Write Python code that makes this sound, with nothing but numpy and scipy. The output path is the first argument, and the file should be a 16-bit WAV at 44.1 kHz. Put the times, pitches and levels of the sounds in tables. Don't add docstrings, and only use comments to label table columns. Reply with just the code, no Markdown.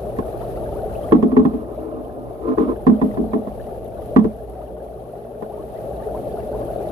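import sys
import numpy as np
from scipy import signal
from scipy.fft import rfft, irfft
from scipy.io import wavfile
from scipy.ndimage import uniform_filter1d, minimum_filter1d

SR = 44100
rng = np.random.default_rng(int(sys.argv[2]) if len(sys.argv) > 2 else 0)


def master(y):
    cut = np.clip(np.atleast_2d(y).T, -1, 1)
    pcm = np.round(cut * 32767)
    wavfile.write(sys.argv[1], SR, pcm.astype(np.int16))


N = 304731
TIME = np.arange(N) / SR

# start_s, thud_db, contact_db, centre_hz, ring_factor
KNOCK_CUES = [(0.187, 0.5, -32.5, 400, 0.17), (1.121, 11, -19.5, 310, 0.94), (1.226, 7.5, -27, 278, 0.87),
              (1.317, -1.5, -32.5, 260, 1), (1.366, 10.5, -20, 283, 0.88), (1.451, 10, -22.5, 200.5, 0.53),
              (1.535, -0.5, -40, 230, 0.67), (2.581, -2, -23.5, 300, 1.43), (2.867, 10.5, -20, 226, 0.93),
              (3.015, 3.5, -24, 240, 1), (3.172, -1.5, -33.5, 217, 1.65), (3.333, 0.5, -27, 218.5, 0.96),
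              (3.471, -4.5, -38.5, 215, 0.23), (4.162, 13, -17, 178, 0.68), (4.244, 8, -31, 155, 0.53),
              (5.423, -2.5, -34, 420, 0.21)]


def undb(db):
    return 10 ** (np.asarray(db) / 20)


def unit(x):
    return x / np.sqrt(np.mean(x ** 2))


def colour(x, eq):
    hz, db = np.transpose(eq)
    bins_hz = np.maximum(np.fft.rfftfreq(x.shape[-1], 1 / SR), 1)
    return irfft(rfft(x) * undb(np.interp(np.log(bins_hz), np.log(hz), db)), x.shape[-1])


def resonate(x, hz, width_hz):
    return signal.lfilter(*signal.iirpeak(hz, hz / width_hz, fs=SR), x)


def band(x, hz, width_hz):
    return resonate(resonate(x, hz, width_hz), hz, width_hz)


def walk(rate_hz):
    knots = rng.standard_normal(1024)
    return np.interp(TIME * rate_hz, np.arange(len(knots)), knots)


def stereo_noise(apart):
    mid, side = rng.standard_normal((2, N))
    return unit(np.array([mid + apart * side, mid - apart * side]))


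def decay_from(start_s, decay_s):
    return (TIME >= start_s) * np.exp(-abs(TIME - start_s) / decay_s)


def pump():
    # pitch_hz, level_db, waver_db
    partials = [(59.2, -38, 5), (121.4, -40, 0)]
    # freq_hz, gain_db
    rumble_eq = [(13, -49), (22, -24), (54, 2), (70, 0), (91, -12), (107, -4), (124, -2.5), (146, -32),
                 (170, -12.5), (220, -46.5), (370, -120)]
    # time_s, level_db
    rumble_ride = [(0, -36.5), (1.25, -31.5), (1.8, -35.5), (2.9, -33.5), (4.3, -33.5), (5.25, -41.5),
                   (5.85, -36.5), (6.9, -37.5)]
    hum = sum(undb(db + waver_db * walk(2.7)) * np.sin(2 * np.pi * hz * TIME)
              for hz, db, waver_db in partials)
    rumble = unit(colour(stereo_noise(apart=0.62), rumble_eq))
    return hum + rumble * undb(np.interp(TIME, *np.transpose(rumble_ride)))


def bubbles(count, lo_hz, hi_hz, cycles, rise, spread_db, pan_db, lag_s):
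    out = np.zeros((2, N))
    for when, pitch, loud, place, sustain, lean in rng.random((count, 6)):
        hz = lo_hz * (hi_hz / lo_hz) ** pitch
        life_s = cycles * (.5 + sustain) / hz
        start = int(when * N)
        t = np.arange(min(int(life_s * SR), N - start)) / SR
        t_port = np.maximum(t - np.array([[1 - place], [place]]) * lag_s, 0)
        phase = 2 * np.pi * hz * t_port * (1 + rise * t_port / life_s / 2)
        note = np.sin(phase) * np.exp(-np.log(100) * t_port / life_s)
        nearness = -np.log(1 - .97 * loud)
        gain = hz * undb(spread_db * nearness + pan_db * (lean - .5) * np.array([[1], [-1]]))
        out[:, start:start + len(t)] += gain * note
    return unit(out)


def spray(level_db=-45.5):
    # freq_hz, gain_db
    spray_eq = [(530, -11.5), (900, -2.5), (994, -13.5), (1100, -6.5), (1240, -9.5), (1380, -13.5),
                (1890, -19), (2110, -23), (2720, -21), (4720, -28.5), (7330, -34), (11400, -18.5),
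                (12600, -21), (16400, -65.5), (22000, -120)]
    chirps = bubbles(900, 815, 1967, cycles=48, rise=.33, spread_db=5.5, pan_db=10, lag_s=.0004)
    plinks = bubbles(1100, 1900, 4600, cycles=50, rise=.12, spread_db=4, pan_db=9, lag_s=.0005)
    pops = bubbles(2200, 3200, 12200, cycles=26, rise=.04, spread_db=2, pan_db=14, lag_s=.00098)
    hiss = undb(-1 + 1.1 * walk(60)) * stereo_noise(apart=0.97)
    fizz = undb(-12) * chirps + undb(-14) * plinks + undb(-11.5) * pops + hiss
    return unit(colour(fizz, spray_eq)) * undb(level_db + walk(9.7))


def spits():
    # start_s, level_db
    bursts = [(2.41, -53), (2.77, -51), (3.845, -43), (3.88, -46), (4.059, -44), (4.434, -46), (4.497, -42),
              (6.651, -44)]
    envelope = sum(undb(db) * decay_from(start_s, decay_s=0.0041) for start_s, db in bursts)
    return envelope * unit(band(stereo_noise(apart=0.51), hz=12000, width_hz=3500))


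def gurgle(level_db=-27.5):
    # freq_hz, gain_db
    gurgle_eq = [(82, -35), (140, -23), (146, 0.5), (194, -10), (233, -6.5), (291, -11.5), (349, -5.5),
                 (394, -3), (430, -1.5), (497, -6), (612, 0.5), (793, -9), (1000, -29), (1100, -21),
                 (1430, -68.5), (2420, -120)]
    large = bubbles(7000, 172.3, 982.7, cycles=23.6, rise=.17, spread_db=.5, pan_db=5, lag_s=.00029)
    churn = large + undb(-2) * stereo_noise(apart=.3)
    standing_wave = undb(-5) * resonate(churn, hz=436, width_hz=17)
    return unit(colour(churn + standing_wave, gurgle_eq)) * undb(level_db + 0.13 * walk(5.7))


def glugs(first_octave_s=0.048, sweep_power=1.46, fade_power=3.85, left_bias_db=3):
    # start_s, first_hz, length_s, level_db
    glug_cues = [(0.40, 679, 0.068, -26.5), (0.723, 650, 0.077, -24.5), (0.828, 562, 0.032, -18.5),
                 (0.945, 2590, 0.024, -45.5), (1.029, 3000, 0.02, -50), (1.772, 559, 0.029, -14),
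                 (4.113, 474, 0.043, -15.5), (4.571, 516, 0.075, -20.5), (5.484, 590, 0.056, -18),
                 (6.136, 842, 0.051, -29), (6.264, 533, 0.033, -17), (6.527, 755, 0.05, -28.5)]
    out = np.zeros((2, N + SR))
    for start_s, first_hz, length_s, db in glug_cues:
        age = np.linspace(0, 1, int(length_s * SR))
        ripple = np.array([np.interp(age, np.linspace(0, 1, 14), row)
                           for row in rng.standard_normal((3, 14))])
        octaves = (age * length_s / first_octave_s) ** sweep_power
        hz = first_hz * 2 ** octaves * (1 + .05 * ripple[2])
        swell = np.sin(np.pi * age) * (first_hz / hz) ** fade_power * (1 + 0.29 * ripple[:2])
        gain = undb(db + left_bias_db * np.array([[.5], [-.5]]))
        start = int(start_s * SR)
        out[:, start:start + len(age)] += gain * swell * np.sin(2 * np.pi * np.cumsum(hz) / SR)
    return out[:, :N]


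def jolts():
    shake = sum(undb(thud_db - 35) * decay_from(start_s, decay_s=0.073)
                for start_s, thud_db, *_ in KNOCK_CUES)
    return shake * unit(band(stereo_noise(apart=0.94), hz=61, width_hz=45))


def finger_pressure(lift_s=0.011):
    # start_s, swell_s, length_s, level_db
    strokes = [(1.265, 0.016, 0.47, -26), (1.753, 0.037, 0.26, -24.5), (2.02, 0.021, 0.43, -31),
               (2.399, 0.087, 0.14, -11), (2.57, 0.0094, 0.079, -11), (2.666, 0.017, 0.056, -14.5)]
    pressure = 0
    for start_s, swell_s, length_s, db in strokes:
        attack = np.clip((TIME - start_s) / swell_s, 0, 1) ** 2
        release = np.exp(-np.maximum(TIME - start_s - length_s, 0) / lift_s)
        pressure += undb(db) * attack * release
    return pressure


def rubbing(slips_per_s=900, slip_spread_db=2.5, scrape_db=-15):
    # pitch_hz, width_hz, left_db, right_db
    rub_modes = [(257.3, 18, -2.5, 12.5), (320.6, 97, 5.5, 1.5), (437.8, 24.6, 15, -2), (1036, 130, -4, 6),
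                 (1205, 85, -3, 2), (1930, 240, -25, -22), (2920, 1000, -48, -53.5)]
    slips = (rng.random(N) < slips_per_s / SR) * undb(slip_spread_db * rng.standard_normal(N))
    voices = [band(slips, hz, width_hz) * undb([[left_db], [right_db]])
              for hz, width_hz, left_db, right_db in rub_modes]
    drone = unit(sum(voices[:3]))
    left, right = unit(sum(voices[3:]))
    scrape = np.array([np.roll(left, int(0.0003 * SR)), right])
    return (drone + undb(scrape_db) * scrape) * finger_pressure()


def case_ring(force, modes, ring_factor, centre_hz, grip_db_per_octave, left_lead_rad):
    t = np.arange(len(force)) / SR
    response = 0
    for hz, t60_s, left_db, right_db in modes:
        grip_db = -grip_db_per_octave * abs(np.log2(hz / centre_hz))
        detune = 1 + 0.015 * rng.standard_normal()
        phase = 2 * np.pi * hz * detune * t + np.array([[left_lead_rad], [0]])
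        gain = undb(grip_db + np.array([[left_db], [right_db]]))
        response += gain * np.sin(phase) * np.exp(-np.log(1000) * t / (t60_s * ring_factor))
    ring = signal.fftconvolve(response, force[None], axes=1)[:, :len(t)]
    return ring / np.sqrt(np.mean(ring[:, :SR // 30] ** 2))


def bounces(hard_db=10, delay_s=0.028):
    return [(start_s + delay_s, thud_db - 8.5, contact_db - 10.5, centre_hz, ring_factor)
            for start_s, thud_db, contact_db, centre_hz, ring_factor in KNOCK_CUES if thud_db > hard_db]


def knocks(chatter_s=0.0081, thud_attack_s=0.011, contact_attack_s=0.0015):
    # pitch_hz, base_t60_s, left_db, right_db
    thud_modes = [(153, 0.04, -17.5, -11), (179, 0.21, -1, -7), (217, 0.36, -3.5, 1), (248.8, 0.17, 1, 10),
                  (263.1, 0.22, 6, -5.5), (307, 0.18, 2, 0.5), (337.7, 0.14, -2, 1),
                  (417.7, 0.14, 9.5, -9.5), (433.6, 0.22, 3, -3.5)]
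    # pitch_hz, t60_s, left_db, right_db
    clack_modes = [(803, 0.11, -1, 5.5), (1025, 0.047, -12.5, 10), (1091, 0.081, -12, 4),
                   (1150, 0.024, -24, -12), (1395, 0.035, -18, -9.5), (1680, 0.045, -11, -9.5),
                   (1876, 0.045, -12, -15), (1790, 0.036, -8, -5), (2130, 0.031, -18.5, -16),
                   (3400, 0.04, -18.5, -32)]
    # freq_hz, gain_db
    crack_eq = [(300, -7), (600, 17.5), (1200, 13), (1550, -10), (2000, -7.5), (2700, -15), (3600, -11),
                (5500, -38), (12000, -53)]
    out = np.zeros((2, N + SR))
    t = np.arange(SR // 2) / SR
    for start_s, thud_db, contact_db, centre_hz, ring_factor in KNOCK_CUES + bounces():
        ring_factor = max(ring_factor, .2)
        force = 0.022 * rng.standard_normal(len(t)) * np.exp(-t / chatter_s)
        force[0] += 1
        thud = case_ring(force, thud_modes, ring_factor, centre_hz,
                         grip_db_per_octave=7.5, left_lead_rad=0.11)
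        clack = case_ring(force, clack_modes, 1, centre_hz, grip_db_per_octave=0, left_lead_rad=3.8)
        mid, side = rng.standard_normal((2, len(t)))
        crack = unit(colour(0.71 * mid + np.array([side, -side]), crack_eq))
        crack *= np.exp(-t / (0.059 * ring_factor))
        thud *= 1 - np.exp(-t / thud_attack_s)
        contact = (undb(4.5) * clack + undb(-5) * crack) * (1 - np.exp(-t / contact_attack_s))
        snap = unit(band(rng.standard_normal(len(t)), hz=1750, width_hz=1050)) * np.exp(-t / 0.002)
        contact += undb(-8) * snap * np.array([[1], [-0.35]])
        start = int(start_s * SR)
        out[:, start:start + len(t)] += undb(thud_db - 6) * thud + undb(contact_db) * contact
    return signal.sosfilt(signal.butter(3, 110, "high", fs=SR, output="sos"), out[:, :N])


def scene():
    # freq_hz, left_minus_right_db
    balance = [(60, -2), (200, 0), (400, 2.5), (600, 3.5), (1300, 4.5), (2200, 0), (4200, -4), (5200, 2),
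               (6500, -7), (7900, -6.5), (9500, -4), (12000, -3.5)]
    left, right = gurgle() + spray() + pump()
    bed = np.array([colour(left, [(hz, db / 2) for hz, db in balance]),
                    colour(right, [(hz, -db / 2) for hz, db in balance])])
    return bed + glugs() + spits() + knocks() + jolts() + rubbing()


def gain_control(x, threshold_db=-7, deepest_cut_db=7, hold_s=1.086, recover_db_per_s=6.5):
    power = uniform_filter1d(np.mean(x ** 2, axis=0), SR // 30)
    wanted_db = np.clip(threshold_db - 10 * np.log10(power + 1e-12), -deepest_cut_db, 0)
    hold = int(hold_s * SR)
    held_db = minimum_filter1d(wanted_db, hold, origin=(hold - 1) // 2, mode="constant")
    recovery_db = recover_db_per_s * TIME
    return x * undb(np.minimum.accumulate(held_db - recovery_db) + recovery_db)


def record(dry):
    ducked = gain_control(dry)
    rounded = ducked / (1 + ducked ** 8) ** (1 / 8)
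    return signal.sosfiltfilt(signal.ellip(10, .1, 60, 12650, fs=SR, output="sos"), rounded)


dry = scene()
out = record(dry)
master(out)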